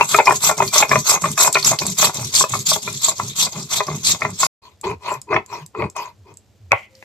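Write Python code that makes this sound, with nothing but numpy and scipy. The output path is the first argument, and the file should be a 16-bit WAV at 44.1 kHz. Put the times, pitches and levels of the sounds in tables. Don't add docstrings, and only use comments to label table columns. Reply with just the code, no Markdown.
import sys
import numpy as np
from scipy import signal
from scipy.fft import rfft, irfft, next_fast_len
from scipy.io import wavfile
from scipy.ndimage import uniform_filter1d

SR = 44100
rng = np.random.default_rng(int(sys.argv[2]) if len(sys.argv) > 2 else 0)


def put_to_file(sound):
    columns = np.atleast_2d(sound).T
    safe = np.clip(columns, -1, 1)
    whole_steps = np.round(safe * 32767)
    wavfile.write(sys.argv[1], SR, whole_steps.astype(np.int16))


N = 310792
TIME = np.arange(N) / SR
PAUSE = (4.468, 4.62)

CYCLES = [(-.15, -17, -28, -38, -14.5, -35), (0.142, -17.5, -24.5, -36, -26.5, -31.5),
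          (0.461, -15, -23.5, -34, -24, -26), (0.776, -13.5, -17.5, -36, -27, -23),
          (1.102, -13, -20.5, -39.5, -31.5, -26.5), (1.427, -12.5, -20, -38.5, -50, -39),
          (1.683, -14.5, -24, -26, -31.5, -28), (2.027, -12, -25, -31, -32, -28.5),
          (2.378, -11, -34, -36, -41.5, -29), (2.711, -12.5, -33, -35.5, -43.5, -32.5),
          (3.065, -15.5, -34.5, -42, -40.5, -31), (3.411, -13.5, -30.5, -38.5, -34.5, -31.5),
          (3.749, -16, -30, -40, -32.5, -28.5), (4.09, -11.5, -34, -31, -30.5, -30.5),
          (4.44, -16, -27, -36.5, -40, -40)]
# frequency in Hz, relative level in dB per Hz.
SMEAR_SPECTRUM = [(1500, -6), (2400, -2.5), (3400, -2.5), (4400, -0.5), (5500, -2), (7400, 0), (9200, -13),
                  (13500, -9)]


def undb(db):
    return 10 ** (np.asarray(db) / 20)


def unit(x):
    return x / np.sqrt(np.mean(x ** 2))


def colour(x, points):
    hz, db = np.transpose(points)
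    size = next_fast_len(N)
    f = np.maximum(np.fft.rfftfreq(size, 1 / SR), 1)
    gain = undb(np.interp(np.log(f), np.log(hz), db))
    gain = gain * np.minimum(f / hz[0], 1) ** 2 * np.minimum(hz[-1] / f, 1) ** 2
    return unit(irfft(rfft(x, size) * gain, size)[..., :N])


def band(x, lo_hz, hi_hz, order=2):
    edges = [lo_hz, min(hi_hz, SR / 2 - 1)]
    return signal.sosfilt(signal.butter(order, edges, "band", fs=SR, output="sos"), x)


def fade(t, t60):
    return np.exp(-np.log(1000) * t / t60)


def add(out, s, sound):
    i = int(np.clip(s * SR, 0, N - 1))
    out[:, i:i + sound.shape[-1]] += sound[:, :N - i]


def swell(start, attack, hold, release):
    corners = start + np.cumsum(np.abs([0, attack, hold, release]))
    return np.sin(np.pi / 2 * np.interp(TIME, corners, [0, 1, 1, 0])) ** 2


def grit(rate, spread_db):
    chance = rng.random(N)
    size = np.clip(rng.standard_normal(N), -2, 2)
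    return unit((chance < rate / SR) * undb(spread_db * size) * rng.choice([-1, 1], N))


def flutter(rate, depth_db):
    values = np.clip(rng.standard_normal(N), -2, 1.5)
    return undb(depth_db * np.interp(TIME * rate, np.arange(N), values))


def pan(x, left_db):
    return x * undb(np.array([[left_db], [-left_db]]) / 2)


def ports(x, lead_s):
    return np.array([x, np.roll(x, int(round(lead_s * SR)))])


def rub(spectrum, rate, spread_db, apart, lead_s):
    own = np.array([grit(rate, spread_db) for _ in range(2)])
    shared = ports(grit(rate, spread_db), lead_s)
    return colour(shared + apart * own, spectrum)


def sweep(hz, width_hz):
    low_pass = signal.butter(2, width_hz / 2, fs=SR, output="sos")
    slow = signal.sosfilt(low_pass, grit(1500, 9) + 1j * grit(1500, 7.3))
    return unit((slow * np.exp(2j * np.pi * np.cumsum(hz) / SR)).real)


def flurries(pitches, width_hz, rate, flurry_rate, depth_db, apart, lead_s):
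    out = np.zeros((2, N))
    for hz in pitches:
        shared = ports(grit(rate, 1.6), lead_s)
        own = np.array([grit(rate, 3.9) for _ in range(2)])
        out += band(shared + apart * own, hz, hz + width_hz) * flutter(flurry_rate, depth_db)
    return unit(out)


def blows(rows, contact_t60, contact_db, ring, snap_db, chatter_db, chatter_s, gain_db):
    # frequency in Hz,
    # 60 dB decay in seconds before `ring` scales it, base level in dB.
    stone_modes = [(400.7, 0.15, -17), (435, 0.013, -17.5), (631, 0.056, -12), (755, 0.03, -16.5),
                   (753, 0.06, -17), (1004, 0.0077, -12.5), (1020, 0.077, -8), (1147, 0.029, -7),
                   (1379, 0.037, -9.5), (1750, 0.013, -25.5), (1810, 0.019, -9.5), (2094, 0.04, -10),
                   (2200, 0.011, -5), (2487, 0.064, -9.5), (3410, 0.022, -24)]
    out = np.zeros((2, N))
    t = np.arange(SR // 8) / SR
    hz, t60, db = np.transpose(stone_modes)
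    upper = np.clip(np.log2(hz / 1100), 0, 1)
    decay = fade(t, np.append(t60 * ring, contact_t60)[:, None])
    around = np.arange(-SR // 100, SR // 50) / SR
    for s, peak_db, contact_hz, hard_db in rows:
        place, detune, skew = rng.standard_normal((3, len(hz) + 1))
        f = np.append(hz, contact_hz) * (1 + .025 * detune)
        mode_db = np.append(db + upper * (hard_db + 6.5), contact_db) + 3.3 * place
        gain = undb(mode_db) * rng.choice([-1, 1], len(f))
        waves = gain[:, None] * decay * np.exp(2j * np.pi * f[:, None] * t)
        lag = f / 1000 * (.5 + 0.42 * skew)
        left = waves.sum(axis=0).imag
        right = (waves * np.exp(-1j * lag)[:, None]).sum(axis=0).imag
        force = rng.standard_normal(len(around)) * np.exp(-np.maximum(around, -2 * around) / chatter_s)
        force = undb(chatter_db) * force / np.linalg.norm(force) + (around == 0)
        hit = band(signal.fftconvolve(np.array([left, right]), force[None], axes=1), 320, 2500)
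        hit = hit / np.sqrt(2 * uniform_filter1d(np.mean(hit ** 2, axis=0), size=88).max())
        add(out, s + around[0], hit * undb(peak_db + gain_db))
        snap = rng.standard_normal((2, len(t))) * fade(t, .012)
        add(out, s, snap * undb(peak_db + snap_db + hard_db))
    return pan(out, left_db=2.5)


def snaps(rows, t60, width, gain_db):
    out = np.zeros((2, N))
    t = np.arange(SR // 25) / SR
    for s, peak_db, hz in rows:
        burst = rng.standard_normal((3, len(t))) * fade(t, t60)
        burst = burst[:2] + burst[2]
        tick = band(burst, hz / (1 + width), hz * (1 + width), order=1) + 0.11 * band(burst, 4800, 5800)
        add(out, s, tick / np.abs(tick).max() * undb(peak_db + gain_db))
    return out


def hums(rows):
    out = np.zeros((2, N))
    for s, length, first_hz, last_hz, db in rows:
        u = np.linspace(0, 1, int(length * SR))
        hz = first_hz + (last_hz - first_hz) * u
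        tone = np.sin(2 * np.pi * np.cumsum(hz) / SR) * np.sin(np.pi * u)
        add(out, s, undb(db) * np.array([tone, tone]))
    return out


def kitchen(x, early_db, early_t60, late_db, late_t60):
    t = np.arange(SR // 2) / SR
    noise = rng.standard_normal((3, len(t)))
    field = band(noise[2], 430, 800, order=1) + band(noise[:2], 730, 14000, order=1)
    early, late = (fade(t, t60) * (t > .003) for t60 in (early_t60, late_t60))
    early = undb(early_db) * early / np.linalg.norm(early)
    late = undb(late_db) * late / np.linalg.norm(late)
    return x + signal.fftconvolve(x, field * (early + late), axes=1)[:, :N]


def room_tone():
    # frequency in Hz, relative level in dB per Hz.
    room_spectrum = [(18, -43.5), (30, -31.5), (95, -3), (177, -22), (212, -10), (241, -23.5), (310, -19.5),
                     (624, -23.5), (1220, -34), (4750, -39), (14000, -55.5)]
    air = rng.standard_normal((3, N))
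    return colour(air[2] + .5 * air[:2], room_spectrum) * undb(-56)


def arm_motion():
    push_crunch = (0.067, 0.055, 0.019, 0.074)
    push_scrape = (0.069, 0.068, 0.048, 0.048)
    push_rumble = (.075, 0.09, .05, 0.024)
    pull_shapes = ((0.11, 0.52, 0.34), (0.18, 0.095, 0.5), (0.37, 0.22, 0.39))
    # time in seconds, level in dB.
    pull_crunch_levels = [(0, -29), (2.7, -27.5), (4.4, -49)]
    after_s, before_s = .1, .045
    rest_db = -56

    crunch, scrape, rumble, travel = np.zeros((4, N))
    gaps = np.diff([row[0] for row in CYCLES])
    for row, gap in zip(CYCLES, np.append(gaps, gaps[-1])):
        s, crunch_db, scrape_db, rumble_db, pull_scrape_db, pull_rumble_db = row
        push = [swell(s - lead, *shape) for lead, *shape in (push_crunch, push_scrape, push_rumble)]
        length = gap - after_s - before_s
        pull = [swell(s + after_s, *length * np.array(shape)) for shape in pull_shapes]
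        pull_crunch_db = np.interp(s, *np.transpose(pull_crunch_levels))
        crunch += push[0] * undb(crunch_db) + pull[0] * undb(pull_crunch_db)
        scrape += push[1] * undb(scrape_db) + pull[1] * undb(pull_scrape_db)
        rumble += push[2] * undb(rumble_db) + pull[2] * undb(pull_rumble_db)
        travel += swell(s - before_s, before_s + after_s, 0, length)
    motion = np.array([crunch, scrape + undb(rest_db), rumble + undb(rest_db), travel])
    return motion * (TIME < PAUSE[0])


def dry_strokes(crush, scrape, travel):
    # frequency in Hz, relative level in dB per Hz.
    crunch_spectrum = [(300, -16), (1500, -21), (2400, -12.5), (2950, -14.5), (3500, -2), (4300, -2.5),
                       (5200, -3.5), (6100, 2.5), (7400, 5), (8300, -1.5), (9200, -15), (11000, -6),
                       (13000, -5.5), (14500, -15.5)]
    scrape_spectrum = [(250, -39), (400, -4.5), (510, -10), (680, 1.5), (860, -7), (1020, 7), (1250, -3),
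                       (1650, -11.5), (1900, -20.5), (2100, 2.5), (2300, -13), (2500, 1.5), (2800, -30.5),
                       (4500, -30.5)]
    pitches = np.geomspace(1500, 13400, num=23)
    chips = flurries(pitches, width_hz=723, rate=1000, flurry_rate=42, depth_db=9.5, apart=1.0, lead_s=.00023)
    dust = np.array([grit(7000, 2.3) for _ in range(2)])
    crunch = colour(chips + 0.67 * dust, crunch_spectrum) * flutter(rate=140, depth_db=3.5)
    edge = signal.sosfiltfilt(signal.butter(2, 9000, "high", fs=SR, output="sos"), crunch)
    edge_gain = undb(np.interp(TIME, [0, PAUSE[0]], [3, -6]))
    crunch = crunch + edge * (edge_gain - 1)
    crunch = crunch * np.hypot(crush, undb(-37.5) * (TIME < PAUSE[0]))

    stone = rub(scrape_spectrum, rate=800, spread_db=9.5, apart=0.29, lead_s=.00009)
    stone = stone * flutter(rate=80, depth_db=4.5)
    contact_hz = np.interp(travel, [0, 1], [1220, 700])
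    contact = ports(sweep(contact_hz, width_hz=540), lead_s=.00007)
    stone = stone * undb(-4.5) + contact * undb(-6.0)
    return pan(crunch, left_db=0.8) + pan(stone * scrape, left_db=1.5)


def rolling(roll):
    # frequency in Hz, relative level in dB per Hz.
    rumble_spectrum = [(30, -42.5), (60, -28), (90, -2), (125, 1), (165, -4.5), (200, 0.5), (235, -0.5),
                       (290, -21), (390, -2.5), (520, -27), (900, -42.5)]
    rumble = rub(rumble_spectrum, rate=900, spread_db=5.5, apart=0.057, lead_s=0)
    jolts = sweep(145 * flutter(rate=9, depth_db=1.2), width_hz=35)
    return roll * (rumble * undb(-4.5) + jolts * undb(-4.0))


def with_rebounds(rows):
    gap_s, loss_db = .0145, 2.5
    hits = []
    for row, chance in zip(rows, rng.uniform(-0.7, 1, (len(rows), 8))):
        s, peak_db, hz, hard_db, rebounds = row
        for k in range(int(round(rebounds)) + 1):
            hits.append((s, peak_db - k * loss_db, hz, hard_db))
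            s += gap_s * (1 + 0.17 * chance[k])
    return hits


def stone_knocks():
    # time in seconds, relative peak level in dB, contact ring in Hz before a small random detune,
    # hardness in dB, number of rebounds.
    knock_rows = [(.0097, 1, 907, 3, 0), (.1451, 1.5, 1230, 1.5, 0), (.1868, 2.5, 930, -1.5, 1),
                  (.2715, 0, 1093, 7.5, 0), (.2784, 2.5, 1035, -16, 3), (.4945, -6, 900, -8.5, 1),
                  (.6032, -1, 964, -11.5, 0), (.6217, -5.5, 1030, -15.5, 0), (.761, -5.5, 1151, -5, 0),
                  (.826, 0, 894, 0, 0), (.9151, -1.5, 1035, -1, 1), (.9565, -2, 1060, -7, 0),
                  (1.1392, -9.5, 1040, -30, 0), (1.2407, -6.5, 1134, -1, 1), (1.3777, -11, 1180, -3, 0),
                  (1.4002, -10, 1150, -5, 0), (1.4766, -3.5, 986, -14, 0), (1.5551, -3.5, 1043, -4.5, 1),
                  (1.7163, -9, 690, -13, 1), (1.8183, -14, 1020, -10, 0), (2.0288, -4.5, 1167, -3, 1),
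                  (2.0958, -15.5, 940, -17, 0), (2.4093, -6.5, 1070, -21, 0),
                  (2.4402, -6.5, 1025, -21.5, 0), (2.5373, -8.5, 1100, -7.5, 1),
                  (2.7172, -9.5, 1200, -44.5, 0), (2.761, -16, 940, -22, 0), (2.8765, -13.5, 1100, -0.5, 0),
                  (3.0835, -12, 1092, -45, 0), (3.1983, -8, 1057, -14, 0), (3.8057, -6.5, 830, -13, 0),
                  (3.8851, -14.5, 1050, -28.5, 0), (4.2198, -7, 1039, 2.5, 0), (4.2503, -6, 1020, -8, 0),
                  (4.4309, -3.5, 1070, -8, 0), (4.836, -24.5, 1004, -18, 0), (5.1169, -11, 1035, -25, 0),
                  (5.3187, -14, 905, -29, 0), (5.3297, -7.5, 980, -7.5, 1), (5.3638, -2, 867, 2, 0),
                  (5.527, -18.5, 925, -16, 0), (5.75, -19.5, 1030, -12, 0), (5.8222, -12.5, 1004, -12.5, 0),
                  (5.964, -18, 1000, -40, 0)]
    return blows(with_rebounds(knock_rows), contact_t60=.026, contact_db=2.5, ring=0.94, snap_db=-40.5,
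                 chatter_db=-2.5, chatter_s=0.0059, gain_db=-1.0)


def small_seeds():
    after_push = (.117, .215)
    spots = np.add.outer([row[0] for row in CYCLES[1:-1]], after_push).ravel()
    late, size, pitch = rng.uniform(-0.82, 1, (len(spots), 3)).T
    level_db = -10.5 - 3 * spots + 2.5 * size
    return zip(spots + 0.0034 * late, level_db, 7500 - 3200 * pitch ** 2)


def bursting_seeds():
    # time in seconds, relative peak level in dB, pitch in Hz.
    loud_seeds = [(.092, -12, 7400), (.324, -15, 7700), (.78, -0.5, 6100), (1.377, -9.5, 7100),
                  (1.527, -6, 7340), (1.546, -6, 4220), (1.627, -10, 4417), (1.647, -2, 5618),
                  (1.788, -6, 4290), (1.866, -6.5, 7500), (1.986, -6, 7315), (2.35, -2.5, 6210)]
    return snaps([*loud_seeds, *small_seeds()], t60=0.036, width=0.057, gain_db=1.0)


def faint_tones():
    # start in seconds, length in seconds, first pitch in Hz, last pitch in Hz, level in dB.
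    tone_rows = [(.48, .095, 2620, 2230, -37), (.675, .06, 2450, 2310, -38), (6.87, .26, 528, 528, -51)]
    return hums(tone_rows)


def wet_strokes():
    paste_rows = [(4.6, 4.645, 4.66, 4.78, -47, -60, -55), (4.829, 4.842, 4.915, 4.965, -24, -27, -44),
                  (4.99, 5.085, 5.12, 5.21, -23, -39, -39), (5.265, 5.325, 5.35, 5.435, -21, -22, -47),
                  (5.46, 5.53, 5.555, 5.68, -31, -42, -43), (5.73, 5.8, 5.84, 5.895, -24, -23, -52),
                  (5.945, 5.968, 6.005, 6.15, -26, -47, -42), (6.235, 6.28, 6.315, 6.365, -47, -46, -70)]
    # frequency in Hz, relative level in dB per Hz.
    wet_scrape_spectrum = [(250, -32), (400, -7.5), (560, -6), (700, -1.5), (830, -5), (1010, 2),
                           (1300, -7), (1750, -21.5), (2080, -4), (2280, -14), (2490, 2), (2800, -28.5),
                           (3300, -38.5), (4500, -16.5), (6500, -62)]
    speed = np.array([np.interp(TIME, np.sort(row[:4]), [0, 1, 1, 0]) ** 2 for row in paste_rows])
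    scrape, drone, smear = undb(np.array(paste_rows)[:, 4:]).T @ speed

    contact_hz = 1000 * flutter(rate=14, depth_db=-0.32)
    contact = ports(sweep(contact_hz, width_hz=127), lead_s=.00007)
    grinding = rub(wet_scrape_spectrum, rate=1100, spread_db=12.5, apart=1.0, lead_s=.00007)
    stone = scrape * (grinding * undb(-6) + contact * undb(-2))
    slab = drone * sweep(np.full(N, 400), width_hz=70) * undb(0.5)

    late_drone = np.interp(TIME - 0.015, TIME, drone)
    low_spectrum = [(30, -39), (70, -8.5), (115, 0), (170, -5.5), (260, -13), (500, -20)]  # (Hz, dB per Hz)
    rumble = rub(low_spectrum, rate=1800, spread_db=-3.0, apart=0.04, lead_s=0)
    low = late_drone * rumble * undb(-4.5)

    pitches = np.geomspace(1400, 13000, num=16)
    squelch = flurries(pitches, width_hz=540, rate=310, flurry_rate=32, depth_db=12.5, apart=1.0, lead_s=.00014)
    wet = smear * colour(squelch + 0.25 * grit(1900, 2.1), SMEAR_SPECTRUM) * undb(6.0)
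    return pan(stone + slab + low + wet, left_db=2.5)


def sticky_ticks():
    # time in seconds, relative peak level in dB, pitch in Hz.
    smack_rows = [(4.8126, -20.5, 7500), (5.14, -19, 6540), (5.2157, -19, 7340), (5.4616, -26.5, 7000),
                  (5.6622, -23, 7850), (5.8996, -24, 7330), (5.965, -16.5, 7080), (6.34, -36, 7550),
                  (6.371, -25, 7300), (6.952, -32, 4600)]
    return snaps(smack_rows, t60=0.015, width=0.07, gain_db=-2)


def rocking_stone():
    # start in seconds, length in seconds, first pitch in Hz, last pitch in Hz, level in dB.
    rocking_rows = [(4.9, 0.1, 130, 69.6, -36), (5.15, 0.062, 145, 119, -36.5),
                    (5.605, 0.056, 139, 161, -33.5), (6.17, 0.098, 119, 72, -41.5),
                    (6.59, 0.14, 118.7, 68.1, -39), (6.715, 0.05, 114, 99, -26)]
    return hums(rocking_rows)


def setting_down():
    # time in seconds, relative peak level in dB, contact ring in Hz before a small random detune,
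    # hardness in dB.
    set_down_rows = [(6.7183, -2, 1050, 10.5), (6.7305, -7, 960, -33), (7.026, -35.5, 1710, 2)]
    clack = blows(set_down_rows, contact_t60=0.02, contact_db=-7.5, ring=0.3, snap_db=-37,
                  chatter_db=-19.0, chatter_s=0.017, gain_db=5.5)
    return kitchen(clack, early_db=-11.0, early_t60=0.1, late_db=-24.5, late_t60=0.31)


def letting_go():
    grate_spectrum = [(1500, -35), (2050, 12), (2600, -0.5), (3200, -3.5), (3800, -29)]  # (Hz, dB per Hz)
    grate = rub(grate_spectrum, rate=4600, spread_db=2, apart=1.0, lead_s=0)
    settle_s = [6.735, 6.775, 6.815, 6.845, 6.9, 7.04]
    settle_db = [-32, -33, -45.5, -42, -64.0, -67.0]
    settle = undb(np.interp(TIME, settle_s, settle_db)) * (TIME > 6.73)
    slide = np.interp(TIME, [6.72, 6.78, 6.88, 7.04], [0.19, 1.1, 0.084, 0.84])
    hands = rub(SMEAR_SPECTRUM, rate=4000, spread_db=7.5, apart=1, lead_s=0) * slide
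    return grate * settle + hands * undb(-53.5)


def scene():
    crush, scrape, roll, travel = arm_motion()
    work = dry_strokes(crush, scrape, travel) + rolling(roll) + stone_knocks() + bursting_seeds()
    work = work + wet_strokes() + sticky_ticks() + rocking_stone() + setting_down()
    in_room = kitchen(work, early_db=-9.5, early_t60=0.13, late_db=-39.5, late_t60=.29)
    return in_room + room_tone() + faint_tones() + letting_go()


def record(dry):
    outside_pause = (TIME < PAUSE[0]) | (TIME > PAUSE[1])
    heard = uniform_filter1d(1. * outside_pause, size=200)
    limited = dry / (1 + dry ** 6) ** (1 / 6)
    top_cut = signal.ellip(8, .2, 70, 14500, fs=SR, output="sos")
    return signal.sosfilt(top_cut, limited * heard)


dry = scene()
out = record(dry)
put_to_file(out)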